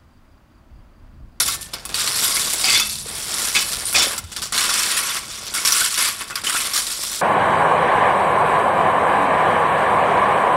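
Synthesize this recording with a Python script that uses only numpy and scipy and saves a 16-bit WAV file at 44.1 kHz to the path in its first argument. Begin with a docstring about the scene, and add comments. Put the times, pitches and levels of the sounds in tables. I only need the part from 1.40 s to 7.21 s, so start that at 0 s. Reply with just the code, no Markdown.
"""Stones click against each other in dense clumps as a steel rake is dragged and pushed through them;
the steel rings when knocked, hard jerks of the head clatter, and far traffic rumbles below.
The loose rounded stones lie in front of a house wall. Stones and steel are resonators struck by random
contacts, the dull crunch and the rumble are filtered noise, and the wall returns delayed, duller copies."""
import sys
import numpy as np
from scipy import signal
from scipy.io import wavfile

SR = 44100
rng = np.random.default_rng(int(sys.argv[2]) if len(sys.argv) > 2 else 0)


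def amplitude_ratio(level_db):
    """Convert a level in decibels to the matching linear amplitude (field) ratio."""
    exponent = np.asarray(level_db, float) / 20
    return 10 ** exponent


def transcribe(u):
    """Save the signal u as a 16-bit wav file named by the first command-line argument.

    u: samples, shape (n,) or (channels, n), limited to [-1, 1]; the rate is SR.
    q: integer samples, one column per channel.
    """
    v = np.clip(np.atleast_2d(u).T, -1, 1)
    q = np.round(v * 32767).astype(np.int16)
    wavfile.write(sys.argv[1], SR, q)


N = 256353   # length in samples


def rms_one(x):
    """Normalisation: scale a signal to rms 1."""
    return x / np.sqrt(np.mean(x ** 2) + 1e-20)


def in_time(rows):
    """Linear interpolation: a curve given at times in seconds is read once a sample."""
    s, *columns = np.transpose(rows)
    return [np.interp(np.arange(N) / SR, s, c) for c in columns]


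def at_hz(points, hz):
    """Spectral envelope: levels are interpolated on a log-frequency axis."""
    envelope_hz, envelope_db = np.transpose(points)
    return np.interp(np.log(hz), np.log(envelope_hz), envelope_db)


def drift(rate_hz):
    """Low-passed noise: a slow random fluctuation of rms 1, made at 1/40 of the sample rate."""
    r = np.exp(-80 * np.pi * rate_hz / SR)
    white = rng.standard_normal(N // 40 + 2002)
    slow = signal.lfilter([1], [1, -2 * r, r * r], white)[2000:]   # skip the filter's start
    return np.interp(np.arange(N) / 40, np.arange(len(slow)), rms_one(slow))


def ring(clicks, hz, t60):
    """Damped resonance: a unit click starts a sine of height 1 that falls 60 dB in t60 seconds."""
    r = amplitude_ratio(-60 / (t60 * SR))
    w = 2 * np.pi * min(hz, SR / 2.2) / SR
    return signal.lfilter([0, np.sin(w)], [1, -2 * r * np.cos(w), r * r], clicks + 1e-18)


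def click(s, db):
    """Impulse excitation: a single sample at s seconds."""
    return amplitude_ratio(db) * (np.arange(N) == round(s * SR))


def band(x, low_hz, high_hz):
    """Band-pass filtering: only the part between two frequencies is kept."""
    return signal.sosfilt(signal.butter(2, [low_hz, high_hz], "band", fs=SR, output="sos"), x)


def contacts(per_s, spread_db, clump_db):
    """Random point process: contacts of uneven strength and either sign, coming in clumps."""
    sizes = amplitude_ratio(spread_db * np.minimum(rng.exponential(1, N), 5)) * rng.choice([-1, 1], N)
    chance = per_s * amplitude_ratio(clump_db * drift(25.0)) / SR
    return sizes * (rng.random(N) < chance)


def jolts(per_s, fade_s):
    """Stick-slip: tines catch and let go, so the rattle jumps up at once and fades."""
    kicks = rng.uniform(0, 1.74, N) * (rng.random(N) < per_s / SR)
    fading = signal.lfilter([1], [1, -np.exp(-1 / (fade_s * SR))], kicks + 1e-18)
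    return np.sqrt(0.54 + fading)


def by_size(hz, small_db, large_db):
    """Size and pitch: high pitches follow the small stones, low pitches the large ones."""
    smallness = np.clip(np.log2(hz / 6540) * 2.5, 0, 1)
    largeness = np.clip(np.log2(3780 / hz) * 3, 0, 1)
    return smallness * small_db + largeness * large_db


def gesture(start_s, length_s, first_db, last_db, attack_s, release_db_per_s, swell_db=0):
    """Power envelope of one movement: a quick rise, a steady change with a swell, then a fall."""
    t = np.arange(N) / SR - start_s
    part = np.clip(t / length_s, 0, 1)
    db = first_db + (last_db - first_db) * part + swell_db * 4 * part * (1 - part)
    db = db - release_db_per_s * np.maximum(t - length_s, 0)
    return (amplitude_ratio(db) * np.clip(t / attack_s, 0, 1)) ** 2


# The rake moves through the bed. Each row: start in seconds, length in seconds, level in dB at the start,
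# level in dB at the end, large stones in dB above the middle ones.
DRAGS = [(0.0, 0.079, -11, -37.5, -2.5), (0.051, 0.087, -24.5, -25, -5), (0.5415, 0.21, -23, -26, 0),
         (0.753, 0.66, -19.5, -27, -3.5), (1.396, 0.23, -32, -30, -21), (1.65, 0.45, -34.5, -22.5, -0.5),
         (2.112, 0.33, -26.5, -31.5, 0), (2.45, 0.064, -29.5, -27.5, -4), (2.622, 0.13, -27.5, -31, 4.5),
         (3.122, 0.65, -21, -25, 3.5), (3.809, 0.35, -34, -31, -1), (4.137, 0.12, -22.5, -28.5, 1),
         (4.249, 0.225, -19.5, -20.5, 1), (4.496, 0.15, -30.5, -28.5, 0.5),
         (4.575, 0.15, -17.5, -26.5, 4.5), (4.75, 0.074, -39, -33, 1.5), (5.036, 0.29, -22.5, -26.5, 3),
         (5.337, 0.052, -24.5, -18.5, -0.5), (5.419, 0.41, -27, -29.5, -5.5)]
# Share of small stones where the rake works. Each row: time in seconds, level in dB above the middle stones.
GRIT = [(0, 2.5), (0.6, 1.5), (2.0, 3.5), (3.1, 6.5), (3.6, -1), (3.9, -2.5), (4.3, 2.5), (4.7, 3),
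        (5.3, 2.5), (5.81, 1)]


def drags():
    """Friction strokes: power of each drag, with its small and large stones in dB above the middle."""
    return [(gesture(s, length, first_db, last_db, attack_s=0.001, release_db_per_s=348, swell_db=2),
             np.interp(s + length / 2, *np.transpose(GRIT)), large_db)
            for s, length, first_db, last_db, large_db in DRAGS]


# A few stones slip and settle. Each row: start in seconds, level in dB, small stones and large stones
# in dB above the middle ones.
SLIPS = [(0.21, -32, 4.5, -24), (0.332, -27, -6.5, 1), (0.453, -37.5, -6, -6), (0.491, -33.5, 1, 5),
         (0.5165, -34.5, -8, -1), (2.917, -32, -1, -4.5), (2.962, -22, -3.5, -5.5), (3.019, -22, -3, -3),
         (4.807, -29, 1, 7.5), (4.877, -29.5, -1, -9), (4.899, -36, 2, 12.5), (4.955, -28, 0.5, 7)]


def slips():
    """Granular settling: power of each 9 ms slip, with its small and large stones in dB above the middle."""
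    return [(gesture(s, 0.009, db, db, attack_s=0.001, release_db_per_s=290), small_db, large_db)
            for s, db, small_db, large_db in SLIPS]


# The head is jerked hard into the stones. Each row: start in seconds, length in seconds, level in dB
# at the start, level in dB at the end.
JERKS = [(1.238, 0.16, -19.5, -17.5), (2.1505, 0.022, -17, -14.5), (2.5427, 0.07, -13, -14.5)]


def jerks():
    """Impulsive forcing: power of each hard jerk of the head."""
    return [gesture(*row, attack_s=0.001, release_db_per_s=274) for row in JERKS]


def motion():
    """Power summation: dB level of the middle stones, and of the small and large ones above them."""
    moves = drags() + slips() + [(power, -6.5, -4.5) for power in jerks()]
    sizes = amplitude_ratio(-46.5) ** 2   # stones settling on their own
    for power, small_db, large_db in moves:
        sizes = sizes + power * amplitude_ratio(np.array([[0], [small_db], [large_db]])) ** 2
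    middle_db, small_db, large_db = 10 * np.log10(sizes)
    return middle_db, small_db - middle_db, large_db - middle_db


# Spectral envelope of the stones. Each row: frequency in Hz, relative density in dB per Hz.
STONES = [(530, -38), (900, -7), (1390, -7.5), (1600, -6.5), (2170, -9.5), (2760, -10.5), (3470, -5),
          (6410, -4.5), (9650, -7.5), (13200, -20.5), (16000, -39)]


def stones(middle_db, small_db, large_db):
    """Impact resonance: each contact rings one stone, its size sets pitch and decay; gentle means sparser."""
    busy = amplitude_ratio(.5 * np.clip(middle_db + 25, -30, 5))
    rattle = jolts(45, .012)
    hits = contacts(8000 * busy, spread_db=1.7, clump_db=2) * rattle / np.sqrt(busy)
    pitches = np.geomspace(1000, 15700, num=40)
    dealt = rng.integers(0, len(pitches), N)   # which pitch a contact falls to
    out = np.zeros(N)
    for k, hz in enumerate(pitches):
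        level_db = middle_db + by_size(hz, small_db, large_db) + 2.0 * drift(8.0)
        voice = rms_one(ring(hits * (dealt == k), hz, 0.008 * (4000 / hz) ** 1.1))
        # pitches are spaced in proportion to hz: the root turns density into level
        out += voice * amplitude_ratio(level_db + at_hz(STONES, hz) - 10.0) * np.sqrt(hz / 4000)
    hardest = contacts(90, spread_db=2.5, clump_db=3) * rattle
    snaps = rms_one(band(hardest, 2500, 10500))
    out += snaps * amplitude_ratio(middle_db + small_db / 2 - 9)
    # no stone rings lower than this
    return signal.sosfilt(signal.butter(8, 960, "high", fs=SR, output="sos"), out)


# Weight on the bed of stones. Each row: time in seconds, dull crunch in dB before the motion's share is added.
BED = [(0, -25.5), (2.6, -24), (3.1, -29), (4.6, -31.5), (5.81, -26.5)]


def bed(middle_db, small_db, large_db):
    """Low-frequency granular noise: stones shifting under weight give a dull, lumpy crunch."""
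    # heavy stones press the bed most
    crunch_db = 0.5 * (middle_db + large_db) - .5 * small_db + in_time(BED)[0]
    return amplitude_ratio(crunch_db) * rms_one(band(contacts(2000, spread_db=4.0, clump_db=3.0), 160, 1120))


# Modes of the rake head. Each row: frequency in Hz, relative level in dB, 60 dB decay time in seconds.
RAKE = [(1122, 1.5, 0.035), (5930, -3, 0.09), (1400, 3.5, 0.031), (2097, -5.5, 0.055), (2230, 0, 0.031),
        (2587, -1, 0.049), (2940, -8, 0.075), (3134, -10, 0.056), (3495, 0.5, 0.056), (4455, -2, 0.037),
        (4750, -1, 0.047), (5480, 4, 0.04), (6730, 3, 0.032)]
# Tine tips that each ring a note of their own, in Hz.
TIPS_HZ = [9200, 9500, 10030, 10700, 11350]


def rake(middle_db, small_db, large_db, crack):
    """Modal synthesis: stones and knocks excite the steel, jerks the middle modes; each tip's level wavers."""
    hits = rms_one(contacts(600, spread_db=2.5, clump_db=3.0))
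    jerk = rms_one(contacts(500, spread_db=1.0, clump_db=4.0)) * amplitude_ratio(-28.5) * np.sqrt(sum(jerks()))
    tips = [(hz, 3 * drift(6), 0.032) for hz in TIPS_HZ]
    out = np.zeros(N)
    for hz, db, t60 in RAKE + tips:
        size_db = by_size(hz, 2.3 * small_db, 1.03 * large_db)
        drive = hits * amplitude_ratio(middle_db - 0.64 * small_db + size_db - 39.0)
        drive = drive + jerk * (2000 < hz < 5000) + amplitude_ratio(-33.5) * crack
        wander = amplitude_ratio(db + 3.5 * drift(20))   # each mode with a strength of its own
        out += ring(drive * wander * rng.standard_normal(N), hz, t60)
    return out


# Spectral envelope of the rumble. Each row: frequency in Hz, relative density in dB per Hz.
TRAFFIC = [(25, 25), (115, 22.5), (648, -12.5), (1970, 4), (5250, 1.5), (15600, -25)]
# Overall level of the rumble. Each row: time in seconds, level in dB.
TRAFFIC_DB = [(0, -42.5), (3.1, -43.5), (3.2, -46.5), (5.81, -49.5)]


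def traffic():
    """Band-shaped noise: far rumble in half-octave bands, each wavering."""
    edges = 30 * 2 ** np.arange(0, 9.1, .5)
    white = rng.standard_normal((2, N))   # neighbouring bands take turns
    rumble = np.zeros(N)
    for k, (low, high) in enumerate(zip(edges, edges[1:])):
        level_db = at_hz(TRAFFIC, np.sqrt(low * high)) + 2.3 * drift(2.7)
        rumble += band(white[k % 2], low, high) * amplitude_ratio(level_db)
    return amplitude_ratio(in_time(TRAFFIC_DB)[0]) * rms_one(rumble)


# Single hard knocks. Each row: time in seconds, nominal strength in dB, pitch of the struck stone in Hz.
KNOCKS = [(0.0785, -9.5, 7300), (0.085, -21.5, 1330), (0.1424, -15.5, 7200), (0.211, -26, 7440),
          (0.3365, -15, 5170), (0.4525, -15, 10700), (0.543, -12, 4600), (0.558, -16.5, 3900),
          (0.64, -33, 9000), (0.675, -10.5, 4300), (0.688, -23, 8500), (0.7441, -15, 4330),
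          (0.8376, -9, 10300), (0.8651, -15, 10300), (0.967, -13, 2200), (1.1337, -8.5, 10200),
          (1.2425, -9, 4970), (1.3026, -6.5, 4740), (1.3512, -7.5, 2400), (1.375, -7, 4430),
          (1.398, -6, 6730), (1.553, -26, 4300), (2.149, -10, 2220), (2.1642, -6.5, 2450),
          (2.5281, -8.5, 11200), (2.5487, -5, 2440), (2.566, -14, 2220), (2.779, -13, 8060),
          (3.1779, -7.5, 4230), (4.139, -17, 10900), (4.2502, -5.5, 5700), (4.2751, -6.5, 5370),
          (4.322, -4, 5930), (4.4126, -9.5, 1490), (4.5905, -11, 5130), (4.9076, -15.5, 1400),
          (4.9556, -14, 4870), (5.068, -9, 3040), (5.148, -11.5, 1400), (5.3351, -11, 5600),
          (5.634, -13.5, 5530), (5.7156, -17.5, 10700)]


def knocks():
    """Impact excitation: a burst of contacts cracks around the stone's note; the crack also drives the steel."""
    drive, out, first = np.zeros((3, N))
    t = np.arange(SR // 16) / SR
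    chatter = rng.standard_normal((len(KNOCKS), len(t))) ** 3
    for (s, db, hz), burst in zip(KNOCKS, chatter):
        burst = amplitude_ratio(db) * burst * amplitude_ratio(-17.5 - 60 * t / 0.065)
        burst[0] = amplitude_ratio(db - 4)   # the first contact is the hardest
        i = round(s * SR)
        crack = band(burst, hz / 1.63, min(hz * 2.32, 15000))
        note = amplitude_ratio(-12.5) * ring(burst, hz, 37.0 / hz)
        drive[i:i + len(t)] += crack[:N - i]
        out[i:i + len(t)] += (crack + note)[:N - i]
        first[i] = amplitude_ratio(db + 11)
    return drive, out + band(first, 1200, 10000)   # the first contact snaps over the whole treble


# Steel of the rake left ringing after knocks and jerks, among it the low body of the head.
# Each row: time in seconds, level in dB, frequency in Hz, 60 dB decay time in seconds.
STEEL_RINGS = [(0.136, -42.5, 1783, 0.66), (1.241, -25.5, 762, 0.17), (1.4, -30, 1257, 0.44),
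               (1.423, -29, 2640, 0.51)]


def steel_rings():
    """Free vibration: once set going, the steel rings on at its own frequencies."""
    return sum(ring(click(s, db), hz, t60) for s, db, hz, t60 in STEEL_RINGS)


# A faint passing drone. Each row: time in seconds, level in dB.
DRONE = [(1.33, -70), (1.4, -43), (1.65, -47), (1.72, -53)]


def drone():
    """Amplitude modulation: a 210 Hz sine follows a level curve."""
    return amplitude_ratio(in_time(DRONE)[0]) * np.sin(2 * np.pi * 210 * np.arange(N) / SR)


# A heavy stone drops into the bed. Each row: time in seconds, click level in dB, frequency in Hz.
DROPS = [(1.66, -27, 475), (2.55, -20, 720), (2.579, -16, 750), (2.643, -20.5, 585), (2.668, -19.5, 540)]


def drops():
    """Heavily damped impact: each drop is a short low ring, kept within an octave either side."""
    return sum(band(ring(click(s, db), hz, 0.036), hz / 2, hz * 2) for s, db, hz in DROPS)


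def bump():
    """Soft impact: one low resonance, band-passed twice so that it swells instead of snapping."""
    thud = ring(click(2.826, -22.5), hz=84, t60=0.12)
    return band(band(thud, 52, 110), 58, 120)


# Reflections off the path and the wall. Each row: delay in seconds, level in dB.
ECHOES = [(0.009, -14), (.06, -14)]


def yard(x):
    """Early reflection: dull, delayed copies return from the path and the house wall."""
    dull = signal.lfilter([.6], [1, -.4], x)
    out = x.copy()
    for delay, db in ECHOES:
        lag = round(delay * SR)
        out[lag:] += amplitude_ratio(db) * dull[:-lag]
    return out


def scene():
    """Superposition: stones, bed, steel and knocks in the yard, over traffic, drone and bump."""
    sizes_db = motion()   # middle, small, large
    crack, knock = knocks()
    near = stones(*sizes_db) + bed(*sizes_db) + rake(*sizes_db, crack) + knock + steel_rings() + drops()
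    return (yard(near) + traffic() + drone() + bump())[None]


def low_pass(x):
    """Removes everything above the highest recorded frequency."""
    return signal.sosfilt(signal.butter(12, 16520, fs=SR, output="sos"), x)


def record(dry):
    """Transducer response: the microphone port dips the treble, peaks are rounded, the top is cut steeply."""
    dip_hz, dip_width_hz, dip_db = 6450, 700, -7
    r, w = np.exp(-np.pi * dip_width_hz / SR), 2 * np.pi * dip_hz / SR
    around_dip = signal.lfilter([(1 - r * r) / 2, 0, (r * r - 1) / 2], [1, -2 * r * np.cos(w), r * r], dry)
    coloured = dry - (1 - amplitude_ratio(dip_db)) * around_dip
    rounded = .8 * np.tanh(coloured / .8)
    mix = signal.sosfilt(signal.ellip(10, 1, 60, 15750, fs=SR, output="sos"), rounded)
    return low_pass(mix)


dry = scene()
out = record(dry)
transcribe(out)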